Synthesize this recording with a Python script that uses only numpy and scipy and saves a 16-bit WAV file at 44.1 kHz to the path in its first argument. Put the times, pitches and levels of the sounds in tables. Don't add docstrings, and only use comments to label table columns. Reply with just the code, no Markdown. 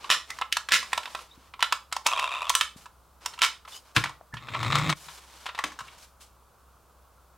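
import sys
import numpy as np
from scipy import signal
from scipy.fft import rfft, irfft
from scipy.io import wavfile
from scipy.ndimage import uniform_filter1d, minimum_filter1d

SR = 44100
rng = np.random.default_rng(int(sys.argv[2]) if len(sys.argv) > 2 else 0)


def bounce(signal):
    frames = np.transpose(np.atleast_2d(signal))
    limited = np.clip(frames, -1, 1)
    pcm = np.round(limited * 32767).astype(np.int16)
    wavfile.write(sys.argv[1], SR, pcm)


N = 325017
TIME = np.arange(N) / SR
RING = TIME[:8192]


def amp(db):
    return 10 ** (np.asarray(db) / 20)


def evened(x):
    return x / np.sqrt(np.mean(x ** 2) + 1e-20)


def decay(t, t60):
    return np.exp(-np.log(1000) * t / t60)


def read(points, hz):
    f, value = np.transpose(points)
    return np.interp(np.log(hz + 1), np.log(f + 1), value)


def add(mix, s, sound):
    part = mix[..., max(round(s * SR), 0):][..., :sound.shape[-1]]
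    part += sound[..., :part.shape[-1]]


def panned(x, left_db):
    return x * amp([[left_db / 2], [-left_db / 2]])


def colour(x, points, size=4096):
    log_gain = np.log(amp(read(points, abs(np.fft.fftfreq(size, 1 / SR)))))
    taps = np.fft.ifft(np.exp(np.conj(signal.hilbert(log_gain)))).real[:size // 2]
    return signal.fftconvolve(x, taps)[:len(x)]


def wander(per_s):
    low_pass = np.exp(-(np.fft.rfftfreq(N, 1 / SR) / per_s) ** 2)
    return evened(irfft(rfft(rng.standard_normal(N)) * low_pass, N))


def ringing(modes, weights):
    hz, db, t60 = np.transpose(modes)[:, :, None]
    return weights @ (amp(db) * decay(RING, t60) * np.sin(2 * np.pi * hz * RING))


def grains(per_s, spread_db):
    chance = rng.random(N)
    size = np.minimum(rng.exponential(1, N), 3)
    sign = rng.choice([-1, 1], N)
    return (chance < per_s / SR) * amp(spread_db * size) * sign


# frequency in Hz, left-right likeness from 0 to 1.
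LIKENESS = [(100, 0.7), (1000, 0.89), (3000, 0.97), (7000, .6), (15000, 0.41)]


def diffuse(pair):
    same = np.clip(read(LIKENESS, np.fft.rfftfreq(pair.shape[1], 1 / SR)), 0, .999)
    mid, side = rfft(pair) * np.sqrt([(1 + same) / 2, (1 - same) / 2])
    return irfft([mid + side, mid - side], pair.shape[1])


# frequency in Hz, level in dB, t60 in seconds.
SHELL_MODES = [(199, 0, 0.074), (311, -10, 0.2), (1004, 0, 0.079), (1096, -8, 0.041), (1331, 4.5, 0.066),
               (1660, -11.5, 0.023), (1750, -1.5, 0.057), (2274, -8, 0.033), (2652, -3, 0.066),
               (2950, -2, 0.057), (3440, 1, 0.05), (3678, -0.5, 0.074), (3930, 7.5, 0.018),
               (4776, -7, 0.16), (5255, 7, 0.034), (7200, 5.5, 0.047)]
# frequency in Hz, level in dB.
PLASTIC_COLOUR = [(60, -36.5), (250, -30), (500, -16.5), (750, -10), (1050, 1), (1450, 0), (2000, 2.5),
                  (2900, 3.5), (4200, -0.5), (6000, -4.5), (8500, -8.5), (12000, -18.5), (16000, -24.5)]
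# time in seconds, left over right in dB.
PLACE = [(3.45, -1.8), (3.96, 1), (4.3, -3.5), (4.75, 3.5), (5.1, 4.5), (5.5, 0.5)]
MEDIUM_DB, HALVING_DB = -30, 22


def blows(rows, crack_s, ring_db, part_db, bounce_db, bounce_s, rise_s, uneven_db=4.0, count=3, size=441):
    out = np.zeros((2, N))
    for s, db, body_db, treble_db, part_hz in rows:
        crack_t60 = crack_s * 2 ** ((MEDIUM_DB - db) / HALVING_DB)
        delays = np.append(0, np.cumsum(bounce_s * rng.uniform(.5, 1.5, count)))
        age = np.maximum(RING - delays[:, None], 0)
        contacts = decay(age, crack_t60) * (1 - np.exp(-age / rise_s))
        contact_db = bounce_db * np.arange(len(age)) + uneven_db * np.append(0, rng.standard_normal(count))
        crack = rng.standard_normal(len(RING)) * np.sqrt(amp(contact_db) ** 2 @ contacts ** 2)

        signs = rng.choice([-1, 1], len(SHELL_MODES))
        shell = ringing(SHELL_MODES, signs * rng.uniform(0.69, 1.1, len(SHELL_MODES)))
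        hit = colour(evened(crack) + amp(ring_db) * evened(shell), PLASTIC_COLOUR)
        tilt = [(250, 0), (700, body_db), (1100, body_db), (1700, 0), (3600, 0), (6000, treble_db)]
        hit = colour(hit, tilt)

        part_modes = [(part_hz * .87, -3, .02), (part_hz, 0, .026), (part_hz * 1.14, -3, .02)]
        part = ringing(part_modes, rng.choice([-1, 1], 3))
        part = colour(part, [(120, -16.5), (600, -2.5)])

        hit = amp(db) * (hit / np.std(hit[:size]) + amp(part_db) * part / np.std(part[:size]))
        add(out, s, panned(hit, np.interp(s, *np.transpose(PLACE))))
    return out


def faint_ticks(rows, lead_s=0.01, softer_db=-23, duller_db=-9):
    leads = lead_s * rng.uniform(.6, 1.4, len(rows))
    return [(s - lead, db + softer_db, body_db, treble_db + duller_db, hz)
            for (s, db, body_db, treble_db, hz), lead in zip(rows, leads) if db > MEDIUM_DB]


# start in seconds, level in dB,
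# extra body in dB, extra treble in dB, pitch of the struck part in Hz.
SLAMS = [(0.1017, -7.5, -3.5, -1, 1207), (0.7201, -6.5, -4.5, 0.21, 1750), (3.4183, -9, 3, 0.5, 2650)]


def bed_slams():
    return blows(SLAMS, crack_s=0.029, ring_db=-7.5, part_db=-9.5,
                 bounce_db=-3.0, bounce_s=0.0051, rise_s=.00028, count=9)


# start in seconds, level in dB,
# extra body in dB, extra treble in dB, pitch of the part in Hz.
CLICKS = [(0.0429, -37, 12.5, -9.5, 1100), (0.303, -34.5, 6, 5, 2100), (0.3863, -37.5, 13, 3, 1800),
          (0.4126, -29.5, 12, -1, 970), (0.4194, -26.5, 11, -22, 1320), (0.5247, -22.5, -16, 1, 3000),
          (0.5686, -23, 4, 2, 1670), (0.687, -30.5, 4, -1.5, 1720), (0.7135, -31, -3, -13, 1750),
          (0.828, -35.5, 9.5, -1.5, 1670), (0.9305, -22, 2.5, -3.5, 1840), (0.9765, -25, 9.5, -1.5, 1010),
          (1.032, -40.5, -2, -7, 1760), (1.0559, -34, 6.5, -10, 1350), (1.0753, -41.5, 12, -16, 980),
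          (1.1488, -30.5, 14.5, -3, 1004), (1.1901, -41.5, 15, -6, 1000), (1.5378, -42, 11.5, -9.5, 2390),
          (1.5928, -39.5, 16, -4.5, 1075), (1.6049, -37.5, 8, -2, 2640), (1.6256, -16.5, 4.5, -3, 3004),
          (1.6417, -30.5, -4, -9, 2980), (1.724, -20, 5.5, -1, 1270), (1.925, -28, 6.5, 3, 1300),
          (1.9649, -28.5, 14.5, 4.5, 960), (2.0617, -23, -13, -16, 967), (2.0651, -20, 4, 11.5, 1016),
          (2.0849, -39, 3, 7, 930), (2.1938, -27.5, -12, -5, 970), (2.4947, -22.5, 1.5, 10, 3630),
          (2.5002, -22.5, 10.5, 2, 1004), (2.5512, -14.5, 9.5, 10, 2975), (2.6105, -17, 3, 0, 3030),
          (2.8574, -43.5, 15.5, -1, 1300), (3.2596, -27.5, 6, 8, 1003), (3.3366, -45.5, 10.5, 0, 3160),
          (3.3775, -44.5, 19, -1, 2660), (3.3895, -36.5, 6, 1.5, 2800), (3.6505, -47, 11, -8, 1292),
          (3.6767, -44, 18.5, -14, 976)]


def part_clicks():
    rows = CLICKS + faint_ticks(CLICKS) + faint_ticks(SLAMS, softer_db=-28.5)
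    return blows(rows, crack_s=.017, ring_db=-11.5, part_db=-5,
                 bounce_db=-11, bounce_s=0.0039, rise_s=0.0026, count=1)


# start in seconds, level in dB,
# extra body in dB, extra treble in dB, pitch of the struck part in Hz.
JOLTS = [(3.9632, -18.5, -2, -3, 1570), (3.9684, -20, 8.5, -8.5, 1570), (4.0388, -26.5, 9, -3, 1970),
         (4.058, -33.5, 10, -11, 1520), (4.093, -39, 20.5, 2, 1250), (4.3394, -39, 14, 1, 1740),
         (4.3688, -40, -13, -15, 1090), (4.4855, -38.5, 1, -15, 1200), (4.5376, -36, 12, -20, 2340),
         (4.5487, -29, 14, -23, 2310), (4.6287, -30.5, 3, -8, 1040), (4.723, -30.5, -6, -11, 2080),
         (4.7533, -25, -10, -4.5, 1220), (4.783, -33, -11, 2, 1980), (4.8931, -28, 9, -4, 2050),
         (4.8981, -28.5, -14, 2.5, 1920), (5.0834, -43.5, 5, -7, 990), (5.4575, -40.5, -3, -7, 960),
         (5.4634, -32.5, 4, -9, 1000), (5.4887, -35.5, 8, -15, 1200), (5.548, -39, 3, -10, 970),
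         (5.5774, -40, 9, -6, 950), (5.5889, -27, 16, -2.5, 1990), (5.639, -25.5, 7.5, -1, 1650),
         (5.7192, -46, 14, 5, 1740), (5.7894, -38, 12.5, 3, 1510), (5.8056, -37.5, 17, 1, 1440),
         (5.8822, -48, 3.5, -24, 2740)]


def truck_jolts():
    return blows(JOLTS, crack_s=0.032, ring_db=-14, part_db=-3.5,
                 bounce_db=-12, bounce_s=0.011, rise_s=0.0015, count=2)


# time in seconds, level in dB.
SPIN = [(2.075, -31.5), (2.21, -28.5), (2.25, -33), (2.489, -34)]
# frequency in Hz, level in dB, t60 in seconds; pitches vary by contact point.
AXLE_MODES = [(666, -13, 0.038), (1010, 0.5, 0.037), (1203, 0.5, 0.017), (1830, -4.5, 0.0085),
              (2760, 2.5, 0.021), (3570, 2.5, 0.01244), (5100, -17.5, .008), (7200, -14.5, 0.012)]
START_TURNS_PER_S, WOBBLE_DB = 20, 2


def wheel(start_per_s=125, end_per_s=78, scrape_db=-9, crack_db=-9, detune=.07, count=7):
    s, db = np.transpose(SPIN)
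    speed = np.interp(TIME, [s[0], s[-1]], [start_per_s, end_per_s])
    turns = START_TURNS_PER_S * np.cumsum(speed / start_per_s * (TIME > s[0])) / SR
    rate = speed * (1 + .45 * wander(90))
    knocks = np.diff(np.floor(np.cumsum(rate) / SR), prepend=0) * amp(2.8 * rng.standard_normal(N))
    drive = evened(knocks) + amp(scrape_db) * evened(grains(1660, 2.5))
    drive = drive * amp(WOBBLE_DB * np.cos(2 * np.pi * turns))

    place, sound = rng.integers(0, count, N), np.zeros(N)
    for k in range(count):
        modes = np.array(AXLE_MODES) * (1 + [detune, 0, 0] * rng.standard_normal((len(AXLE_MODES), 3)))
        crack = colour(rng.standard_normal(len(RING)) * np.exp(-RING / 0.00092), PLASTIC_COLOUR)
        ring = ringing(modes, rng.uniform(0.33, 1.8, len(AXLE_MODES)))
        contact = (evened(ring) + amp(crack_db) * evened(crack)) * (1 - np.exp(-RING / 0.0013))
        sound += signal.oaconvolve(drive * (place == k), contact)[:N]
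    sound = colour(sound, [(100, -31.0), (300, -13.5), (650, -12.0)])
    spinning = (TIME > s[0]) * (TIME < s[-1])
    return panned(spinning * evened(sound) * amp(np.interp(TIME, s, db)), -0.23)


# time in seconds, thrum of the tyres in dB,
# rattle of the body in dB before the shake_db trim.
PUSH = [(4.4, -56, -52), (4.528, -40, -40.5), (4.538, -42, -34.5), (4.686, -32, -29), (4.75, -32, -25),
        (4.886, -32, -31), (4.894, -25, -29.5), (4.934, -39, -24)]
# time in seconds, mean ribs per second.
RIBS = [(4.4, 122), (4.67, 121), (4.73, 147), (4.93, 150)]
# frequency in Hz, level in dB.
ROLLING_COLOUR = [(120, -6), (300, -1.5), (500, 4.5), (750, 2.5), (1200, 9.5), (1600, -2), (2100, 8.5),
                  (3000, -5.5), (3800, 4), (4700, -9.5), (8000, -13.5), (12000, -39), (16000, -60)]


def rolling(throb=0.1, rumble_db=-5, ticks_db=6, shake_db=-2):
    s, *columns = np.transpose(PUSH)
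    thrum_db, rattle_db = (np.interp(TIME, s, c) for c in columns)
    ribs_hz = np.interp(TIME, *np.transpose(RIBS))
    tread = np.sin(2 * np.pi * np.cumsum(ribs_hz * (1 + 0.062 * wander(56))) / SR)
    rumble = colour(rng.standard_normal(N), [(30, -30), (80, -1.5), (130, 3.5), (220, -10.5),
                                             (310, -5.5), (450, -29.5), (1500, -41.5)])
    thrum = tread * (1 + 0.15 * wander(25)) + amp(rumble_db) * evened(rumble)
    thrum = evened(thrum) * amp(thrum_db)

    ticks = np.zeros(N)
    for _ in range(4):
        tick = rng.standard_normal(len(RING)) * np.exp(-RING / .0012)
        ticks += signal.oaconvolve(grains(50, 2.8), tick)[:N]
    shaking = (evened(grains(1500, 1.6)) + amp(ticks_db) * evened(ticks)) * (1 + throb * tread)
    rattle = evened(colour(shaking, ROLLING_COLOUR)) * amp(rattle_db + shake_db)
    moving = uniform_filter1d(1. * (TIME > s[0]) * (TIME < s[-1]), size=128)
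    return moving * (panned(thrum, 2.6) + panned(rattle, 1.2))


# start in seconds, level in dB, pitch in Hz, t60 in seconds.
BUMPS = [(0.103, -44, 199.5, 0.11), (0.721, -35.5, 212.5, 0.1), (1.375, -46.5, 256, 0.033),
         (2.761, -36.5, 188, 0.015), (3.968, -23.5, 115, 0.14), (3.966, -29, 309.4, .14),
         (4.211, -33, 710, 0.012), (4.335, -37.5, 122.5, 0.22), (5.638, -42, 303, 0.26),
         (5.809, -47, 129, 0.066)]


def bumps(blur_db=-2):
    out = np.zeros(N)
    for s, db, hz, t60 in BUMPS:
        blur = colour(rng.standard_normal(len(RING)),
                      [(hz / 4, -24), (hz * .6, -2), (hz * 1.4, -3), (hz * 4, -35), (hz * 10, -70)])
        body = evened(evened(np.sin(2 * np.pi * hz * RING)) + amp(blur_db) * evened(blur))
        add(out, s, amp(db) * body * decay(RING, t60) * (1 - np.exp(-RING / 0.0004)))
    return panned(out, 2.5)


# start in seconds, length in seconds, level in dB,
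# extra treble in dB.
STROKES = [(0, 0.076, -45.5, -28), (0.264, .12, -50, -6), (0.83, .39, -48, -3.5), (1.21, 0.26, -59, -9),
           (2.04, 0.024, -50, 0), (2.762, 0.061, -56, 5), (3.203, 0.15, -51, -8), (3.67, 0.1, -52, 6),
           (3.844, .06, -57, -4), (3.947, .02, -32.5, -4), (4.95, 0.075, -57, 7.5), (4.999, .15, -50.5, 4),
           (5.166, 0.292, -52.5, -2), (5.522, 0.29, -58, -19), (5.653, 0.027, -43, -22),
           (5.827, 0.14, -53.5, -5.5), (5.974, 0.07, -55.5, 4.5), (6.199, 0.016, -55.5, 10)]
# frequency in Hz, level in dB.
SKIN_COLOUR = [(200, -8.5), (600, -2), (1000, 4.5), (1900, -2.5), (3100, -1), (5000, -2), (8000, -5),
               (12000, -10), (16000, -20)]


def rubbing(grain_db=-5, rise_s=0.013, fade_db_per_s=236.5):
    sides = []
    for _ in range(2):
        grainy = rng.standard_normal(N) + amp(grain_db) * evened(grains(900, 3.1))
        sides.append(colour(grainy, SKIN_COLOUR))
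    hiss = evened(diffuse(np.array(sides)))
    treble = signal.sosfilt(signal.butter(1, 4000, "high", fs=SR, output="sos"), hiss)
    out = np.zeros((2, N))
    for s, length, db, treble_db in STROKES:
        swell = np.clip((TIME - s) / rise_s, 0, 1)
        level = swell * amp(db - fade_db_per_s * np.clip(TIME - s - length, 0, 1))
        out += level * np.roll(hiss + (amp(treble_db) - 1) * treble, rng.integers(N), axis=1)
    return out * amp(1.57 * wander(35))


# start in seconds, length in seconds,
# mean pitch in Hz, level in dB.
SQUEAKS = [(0.285, 0.062, 2050, -45), (1.282, 0.08, 3800, -59.5), (3.708, .1, 3020, -52.5),
           (3.708, 0.053, 3600, -52), (3.719, 0.1, 4930, -57), (3.733, 0.068, 6600, -56),
           (4.318, 0.051, 1734, -47.5)]


def squeaks(waver=0.021):
    out, drift, grip = np.zeros(N), wander(180), amp(4.0 * wander(250))
    for s, length, hz, db in SQUEAKS:
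        span = slice(round(s * SR), round((s + length) * SR))
        tone = np.sin(2 * np.pi * np.cumsum(hz * (1 + waver * drift[span])) / SR) * grip[span]
        add(out, s, amp(db) * evened(tone * np.hanning(len(tone))))
    return out


# frequency in Hz, t60 in seconds.
ROOM_T60 = [(150, 0.37), (700, 0.25), (1700, 0.24), (4500, 0.25), (9000, 0.25), (16000, 0.21)]


def room(x, size=20000):
    hz, t, z = signal.stft(diffuse(rng.standard_normal((2, size))), SR, nperseg=256)
    fading = z * decay(t, read(ROOM_T60, hz)[:, None])
    tail = signal.istft(fading, SR, nperseg=256)[1][:, :size]
    tail = tail * np.clip((TIME[:size] - .003) / 0.0041, 0, 1)
    return signal.oaconvolve(x, tail / np.linalg.norm(tail[0]), axes=1)[:, :N]


# frequency in Hz, level in dB.
AIR_COLOUR = [(20, 13.5), (60, 10), (100, 6), (180, 1.5), (300, -3.5), (550, 2), (750, 0.5), (1100, 4.5),
              (1400, 1.5), (1800, -12.5), (4000, -13.5), (16000, -15)]


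def room_tone(air_db=-59.5, hum_hz=64, hum_db=-62.5):
    air = diffuse(np.array([colour(rng.standard_normal(N), AIR_COLOUR) for _ in range(2)]))
    hum = np.sin(2 * np.pi * np.cumsum(hum_hz + 1.5 * wander(6)) / SR) * (1 + 0.22 * wander(5.5))
    return amp(air_db) * evened(air) + amp(hum_db) * evened(hum)


def scene(dip_s=4.937):
    slams, clicks, jolts = bed_slams(), part_clicks(), truck_jolts()
    spin, push, thuds = wheel(), rolling(), bumps()
    direct = slams + clicks + jolts + spin + push + thuds
    to_room = amp(-9) * slams + amp(-10) * clicks + amp(-8.5) * jolts
    to_room += amp(-9.0) * spin + amp(-9.5) * push + amp(-11.5) * thuds
    hush = 1 - uniform_filter1d(0.8 * (TIME > dip_s) * (TIME < dip_s + .13), size=128)
    return (direct + room(to_room)) * hush + rubbing() + squeaks() + room_tone()


def record(dry, ceiling=.5, release_db_per_s=700, edge_hz=16100):
    over_db = np.maximum(20 * np.log10(abs(dry).max(0) + 1e-9) - 20 * np.log10(ceiling), 0)
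    fall = TIME * release_db_per_s
    held_db = np.maximum.accumulate(over_db + fall) - fall
    duck_db = uniform_filter1d(minimum_filter1d(-held_db, size=17), size=33)
    high_pass = signal.butter(2, 45, "high", fs=SR, output="sos")
    thinned = signal.sosfilt(high_pass, dry * amp(duck_db))
    low_pass = signal.firwin(255, edge_hz, window=("kaiser", 9), fs=SR)
    return signal.oaconvolve(thinned, low_pass[None], "same")


dry = scene()
out = record(dry)
bounce(out)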